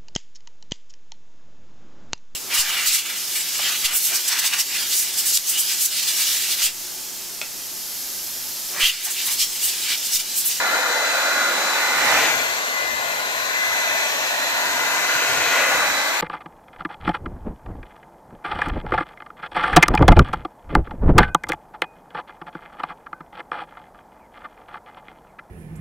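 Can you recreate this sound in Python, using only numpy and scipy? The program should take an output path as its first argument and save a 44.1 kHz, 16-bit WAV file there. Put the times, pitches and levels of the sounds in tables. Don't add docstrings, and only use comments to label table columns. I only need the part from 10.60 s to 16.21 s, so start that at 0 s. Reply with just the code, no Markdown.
import sys
import numpy as np
from scipy import signal
from scipy.fft import rfft, irfft, next_fast_len
from scipy.io import wavfile
from scipy.ndimage import uniform_filter1d, map_coordinates

SR = 44100
rng = np.random.default_rng(int(sys.argv[2]) if len(sys.argv) > 2 else 0)


def int16_out(signal):
    q = np.round(np.clip(np.atleast_2d(signal).T, -1, 1) * 32767)
    wavfile.write(sys.argv[1], SR, q.astype(np.int16))


def linear_from_db(decibels):
    return 10 ** (np.asarray(decibels, float) / 20)


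N = 247401

# t/s, nearness/dB, housing turned to camera/dB, left minus right/dB, left lags right/ms
SWING = [(0.0, 0, -1.5, -1, 0.06), (1.09, 1, -3.5, -.5, 0.056), (1.36, 0.5, 2.5, -2.5, 0.066),
         (1.53, 4, 1, -4.5, 0.043), (1.64, 3, 0.5, 2.5, -0.045), (1.78, -1, 2.5, 5, -0.21),
         (2.05, -2.5, -2, 2.5, -0.24), (2.4, -4.5, 1, 4.5, -0.27), (2.94, -3.5, 1.5, 3.5, -0.21),
         (3.37, -1.5, 1.5, 3.5, -0.18), (3.69, -1, 0.5, 1.5, -0.18), (3.97, -1.5, 4, 1.5, -0.16),
         (4.72, 1, 0, 1, -0.098), (4.95, 2, 1, 0, -0.042), (5.3, 0.5, 0, -3, 0.08),
         (5.61, -1.5, -3.5, 0, 0.09)]
# f/Hz, density/dB
ROAR_COLOURS = [
    [(100, -51), (170, -20.5), (291, -10.5), (423, -16), (523, -1.5), (675, -5), (849, -3), (1040, -3),
     (1120, -3.5), (1300, -1), (1690, -3), (2860, -120)],
    [(100, -52), (170, -38), (237, -14.5), (409, -11), (468, -5.5), (501, -9), (647, 0.5), (760, -3.5),
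     (1030, -1.5), (1300, -7.5), (1690, -38), (2860, -120)],
]
# f/Hz, density/dB
RUSH_COLOURS = [
    [(680, -27), (1150, -8), (1420, -18), (1540, 1), (1830, -1.5), (1980, 0.5), (2080, -5), (2200, -6),
     (2440, -6), (3000, -12.5), (3900, -41), (6600, -120)],
    [(680, -15), (1150, -4), (1260, -15.5), (1430, 2), (1540, 3), (1850, 2.5), (2000, 0.5), (2150, -3),
     (2560, 1), (3000, -11.5), (3900, -34), (6600, -120)],
]
# f/Hz, density/dB
HISS_COLOURS = [
    [(1710, -37), (2900, -9.5), (3540, -5.5), (3920, -1), (4110, -5.5), (4360, -5), (4920, -9), (6300, -6),
     (7410, -8), (8320, -13.5), (8800, -32), (11400, -49), (19400, -120)],
    [(1710, -64), (2900, -5), (3400, -3.5), (4110, -1.5), (4950, -8), (6570, -3.5), (7950, -10),
     (8800, -24), (11400, -51), (19400, -120)],
]
# f/Hz, density/dB
FIZZ_COLOUR = [(5000, -19), (8500, -5), (8870, -6), (9980, -5), (12900, 0), (14000, 0.5), (14600, -4.5)]
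# at rest/dB, per dB nearer/dB, per dB turned/dB, while the jet strikes the table/dB
ROAR_LAW = (-29.5, 0.6, -0.05, 3)
RUSH_LAW = (-27, 1.22, 0.78, -0.17)
HISS_LAW = (-28, 1.11, 0.1, -0.4)
FIZZ_LAW = (-35.5, 1, 0.24, 1.1)
# f/Hz, width/Hz
BARREL_MODES = [(1440, 16), (2480, 480)]
FIRST_MODE_LAW = (-34, 1.1, .5, -4)
SECOND_MODE_LAW = (-32.5, 1.5, .5, -1.5)
# t/s, length/s, first mode/dB, second mode/dB
MOUTH_SWEEPS = [(.15, 0.25, 6, 3), (.83, 0.37, 10, -3), (1.15, 0.23, 8, 6.5), (1.33, 0.18, 10, 1),
                (2.214, 0.13, 6, 6.5), (2.5, 0.25, 3, 1), (4.15, .7, 0.5, -19), (4.7, .3, 1.5, 3),
                (4.984, 0.16, 9, 4), (5.18, 0.26, 13.5, 4), (5.6, 0.13, 9, 8.5)]
# t/s, f/Hz
BLADE_PASS = [
    (0.0, 2027.5),
    (0.56, 2030.0),
    (1.12, 2033.0),
    (1.4, 2033.0),
    (1.68, 2026.5),
    (1.96, 2024.5),
    (3.08, 2029.5),
    (5.0, 2029.0),
    (5.32, 2024.5),
    (5.6, 2024.0),
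]
BLADE_LEVELS = (-36.5, -39, -53)
HARMONIC_DRIFT = (1.5, 2.5, 3)
# t/s, length/s, lift/dB, left minus right/dB
BLADE_BEAMS = [(.1, 0.21, 3, 6), (.42, .2, 6.5, 3), (.8, 0.36, 5, 0), (1.26, 0.19, 7, -4), (1.5, .3, 8, 3),
               (1.85, .35, 4.5, 6.5), (2.153, 0.31, 6, 6.5), (2.447, 0.55, 3, 10.5), (3.073, 0.32, 12.5, 2),
               (3.357, 0.42, 4, -16.5), (4.302, 0.88, 5, 6), (4.7, .2, 0.5, -3), (5.017, 0.32, 8, 2),
               (5.46, .25, 7.5, -2)]
# t/s, length/s, level/dB, left minus right/dB
SECOND_NULLS = [
    (1.53, 0.14, -12, .1),
    (2.0, .5, -12, -3),
    (3.052, .2, -4, .1),
    (4.15, .7, -5, -16),
    (4.75, 0.18, -2, -12),
    (5.112, 0.33, -9, 5),
    (5.358, .2, -6, -17.5),
    (5.55, .1, -10, -2),
]
# t/s, length/s, lift/dB, left minus right/dB
THIRD_GLINTS = [
    (.9, 0.34, 11, -10),
    (1.75, 0.33, 8, 12),
    (3.3, 1, 6.5, 13),
    (4.552, .3, 7, 20),
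    (4.894, .15, 11, 19),
    (5.18, .15, 10, 15),
]
# order/multiple, level/dB
SHAFT_LINES = [(1, -57), (3, -49), (5, -46), (6, -48), (22, -56)]
# f/Hz, share/ratio
DIRECT_SHARE = [(60, .3), (130, 0.57), (300, 0.86), (1000, 0.8), (2500, 0.51), (5000, 0.16), (9000, 0.038),
                (14000, 0.08)]
# f/Hz, left minus right/dB
PORT_TILT = [(60, -32), (200, 1), (600, 1), (4000, 1), (8000, 2.5), (14000, 6)]
# f/Hz, depth/dB
ROOM_RIDGES = [(200, 1.8), (700, 2.8), (2000, 2.6), (4000, 1.6), (12000, 1.1)]
# f/Hz, depth/dB
GUSTS = [(500, .5), (3000, 0.62), (10000, 0.64)]
# f/Hz, depth/dB
TREBLE_DROPOUTS = [(7600, .5), (8800, 4), (10500, 3), (12200, 1)]
# low f/Hz, top f/Hz
RUMBLE_BANDS = [(58, 86), (88, 172)]
# start t/s, length/s, level/dB
UPPER_BURSTS = [(1.36, 0.49, -48), (1.84, .11, -54), (2.21, .05, -56), (2.3, 0.12, -58), (2.45, .06, -56),
                (2.54, 0.35, -59.5), (2.9, 0.069, -63), (3.06, .082, -54), (3.29, 0.044, -51),
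                (3.497, .052, -58), (3.59, 0.084, -52), (3.75, 0.14, -65), (3.92, .05, -54),
                (4.03, 0.33, -55.5), (4.373, 0.11, -54), (4.534, 0.041, -49), (4.633, 0.2, -49),
                (4.855, .084, -52), (4.981, 0.35, -51.5)]
# start t/s, length/s, level/dB
LOWER_BURSTS = [(0.0, .02, -60), (1.334, 0.66, -58), (2.216, 0.17, -53), (2.416, 0.13, -64),
                (2.67, .054, -64), (2.763, .11, -56), (3.03, .13, -59), (3.279, .069, -66),
                (3.499, 0.059, -58), (3.6, .07, -64), (3.8, .055, -56), (4.088, .196, -57), (4.7, .07, -56),
                (4.82, 0.061, -57), (4.95, .16, -57), (5.14, .26, -53), (5.528, 0.057, -57)]


def airflow(power):
    frame = 1024
    hz, t, z = signal.stft(rng.standard_normal((3, N)), SR, nperseg=frame)
    intake_ms = 0.13 * on_table(t) / (1 + (2300 / (hz[:, None] + 1)) ** 8)
    lag_s = (curves(SWING, t)[3] + intake_ms) / 1000
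    turn = np.exp(-1j * np.pi * hz[:, None] * lag_s)
    share = np.clip(along(DIRECT_SHARE, hz), 0, 1)[:, None]
    direct = np.sqrt(share) * z[0] * np.array([turn, turn.conj()])
    ports = direct + np.sqrt(1 - share) * z[1:]
    room = along(ROOM_RIDGES, hz)[:, None] * mottle(ports.shape, bins=2, frames=30)
    gusts = along(GUSTS, hz)[:, None] * mottle(z[:1].shape, bins=12, frames=4)
    dropouts = along(TREBLE_DROPOUTS, hz)[:, None] * mottle(ports.shape, bins=4, frames=2)
    tilt = along(PORT_TILT, hz)[:, None] * [[[0.5]], [[-0.5]]]
    gain = np.sqrt(power(hz, t) * len(hz)) * linear_from_db(room + gusts + dropouts + tilt)
    return signal.istft(ports * gain, SR, nperseg=frame)[1][:, :N]


def turbulence(hz, t):
    near_db, _, pan_db, _ = curves(SWING, t)
    side = np.array([pan_db, -pan_db]) / 2
    thin_db = np.minimum(near_db - 0.5, 0) / (1 + (hz[:, None] / 650) ** 6)
    roar = posed(ROAR_COLOURS, hz, t, law_db(ROAR_LAW, t) + 0.5 * side) * linear_from_db(2 * thin_db)
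    rush = posed(RUSH_COLOURS, hz, t, law_db(RUSH_LAW, t) + 0.53 * side)
    hiss = posed(HISS_COLOURS, hz, t, law_db(HISS_LAW, t) + 1.02 * side)
    fizz = shaped(linear_from_db(along(FIZZ_COLOUR, hz)), law_db(FIZZ_LAW, t) + 1.3 * side)
    return linear_from_db(2.5) * (roar + rush + hiss + fizz)


def barrel(hz, t):
    laws = (FIRST_MODE_LAW, SECOND_MODE_LAW)
    power = 0
    for (mode_hz, width_hz), law, lift_db in zip(BARREL_MODES, laws, swells(MOUTH_SWEEPS, t)):
        resonance = 1 / (1 + ((hz - mode_hz) * 2 / width_hz) ** 2)
        sway_db = 1.5 * np.interp(t, moments(), wobble(6))
        power = power + shaped(resonance, law_db(law, t) + lift_db + sway_db - 0.5)
    return power


def fan():
    blades = 7
    blade_hz = curves(BLADE_PASS)[0]
    shaft = 2 * np.pi * np.cumsum(blade_hz * (1 + 0.0001 * wobble(25))) / SR / blades
    lag = np.pi * blade_hz / blades * curves(SWING)[3] / 1000
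    angle = np.array([shaft - lag, shaft + lag])
    out = 0
    for k, db in enumerate(whine_db()):
        flutter_db = 1.2 * np.array([wobble(12), wobble(12)])
        out = out + linear_from_db(db + flutter_db) * np.sin((k + 1) * blades * angle)
    near_db = law_db(RUSH_LAW) + 25.5
    rung_db = 0.89 * swells(MOUTH_SWEEPS)[0] + 5 * (1 - on_table())
    for order, db in SHAFT_LINES:
        fading_db = 2.4 * np.array([wobble(4.17), wobble(4.68)])
        drift = 0.53 * wobble(12)
        level_db = db + near_db + fading_db + (order == 5) * rung_db
        out = out + linear_from_db(level_db) * np.sin(order * angle + drift)
    return np.sqrt(2) * out


def whine_db():
    near_db = curves(SWING)[0]
    ports = np.array([[0.5], [-0.5]])
    steady = (0.5 * near_db, 0.32 * near_db + 3.5 * on_table(), 0.3 * near_db)
    events = (BLADE_BEAMS, SECOND_NULLS, THIRD_GLINTS)
    out = []
    for db, base_db, rows, drift_db in zip(BLADE_LEVELS, steady, events, HARMONIC_DRIFT):
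        lift_db, pan_db = swells(rows)
        out.append(db + base_db + lift_db + ports * (pan_db + 2 * drift_db * wobble(4)))
    return out


def bass():
    noise = rng.standard_normal((2, N)) + 1.2 * rng.standard_normal(N)
    lower = unit(band(noise, *RUMBLE_BANDS[0], order=4))
    upper = unit(band(noise, *RUMBLE_BANDS[1]))
    hum = linear_from_db(-7 + 2.5 * wobble(8)) * np.sin(2 * np.pi * 119.5 * moments())
    upper_gain = linear_from_db(-0.4) * gate(UPPER_BURSTS, shut_db=-80, lumps_db=2)
    lower_gain = linear_from_db(-4.5) * gate(LOWER_BURSTS, shut_db=-90, lumps_db=2.5)
    upper_ports = upper_gain * (upper + hum) * linear_from_db([[-1.5], [1.5]])
    return upper_ports + lower_gain * lower * linear_from_db([[-3.5], [3.5]])


def gate(rows, shut_db, lumps_db):
    level_db = shut_db + 3.5 * wobble(6)
    for s, length, db in rows:
        level_db[max(round(s * SR), 0):round((s + length) * SR)] = db
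    opening_s = 0.019
    return linear_from_db(uniform_filter1d(level_db, round(opening_s * SR) + 1) + lumps_db * wobble(14))


def on_table(t=None):
    return 1 - np.clip((0.02 - curves(SWING, t)[3]) / 0.091, 0, 1)


def law_db(law, t=None):
    near_db, turned_db = curves(SWING, t)[:2]
    return law[0] + law[1] * near_db + law[2] * turned_db + law[3] * on_table(t)


def posed(colours, hz, t, db):
    table, aside = (shaped(linear_from_db(along(c, hz)), db) for c in colours)
    return on_table(t) * table + (1 - on_table(t)) * aside


def shaped(gain, db):
    return (gain ** 2 / np.sum(gain ** 2))[:, None] * linear_from_db(2 * db)[..., None, :]


def swells(rows, t=None):
    s, length, *cols = np.transpose(rows)
    coarse = np.arange(0, N / SR + 0.01, 0.005)
    bumps = np.exp(-np.abs(2 * (coarse[:, None] - s) / length) ** 3)
    return np.array([np.interp(moments(t), coarse, bumps @ c) for c in cols])


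def mottle(shape, bins, frames):
    field = rng.standard_normal(shape)
    for _ in range(2):
        field = uniform_filter1d(uniform_filter1d(field, bins, 1), frames, 2)
    return unit(field)


def band(x, low_hz, top_hz, order=16):
    m = next_fast_len(N)
    hz = np.fft.rfftfreq(m, 1 / SR)
    gain = (hz < top_hz) / np.sqrt(1 + (low_hz / (hz + 1)) ** order)
    return irfft(rfft(x, m) * gain, m)[:, :N]


def moments(t=None):
    return np.arange(N) / SR if t is None else t


def curves(rows, t=None):
    s, *cols = np.transpose(rows)
    return [np.interp(moments(t), s, c) for c in cols]


def along(points, hz):
    f, v = np.transpose(points)
    return np.interp(np.log(hz + 1), np.log(f + 1), v)


def wobble(rate):
    return map_coordinates(rng.standard_normal(int(N * rate / SR) + 4), [np.arange(N) * rate / SR])


def unit(x):
    return x / np.sqrt(np.mean(np.abs(x) ** 2) + 1e-20)


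def scene():
    dryer = airflow(lambda hz, t: turbulence(hz, t) + barrel(hz, t)) + fan()
    return band(dryer, low_hz=183, top_hz=14560) + bass()


def roll_off(x):
    return signal.sosfilt(signal.butter(12, 14930, fs=SR, output="sos"), x)


def record(dry):
    mix = dry / (1 + np.abs(dry / 0.99) ** 4) ** 0.25
    return roll_off(mix)


dry = scene()
out = record(dry)
int16_out(out)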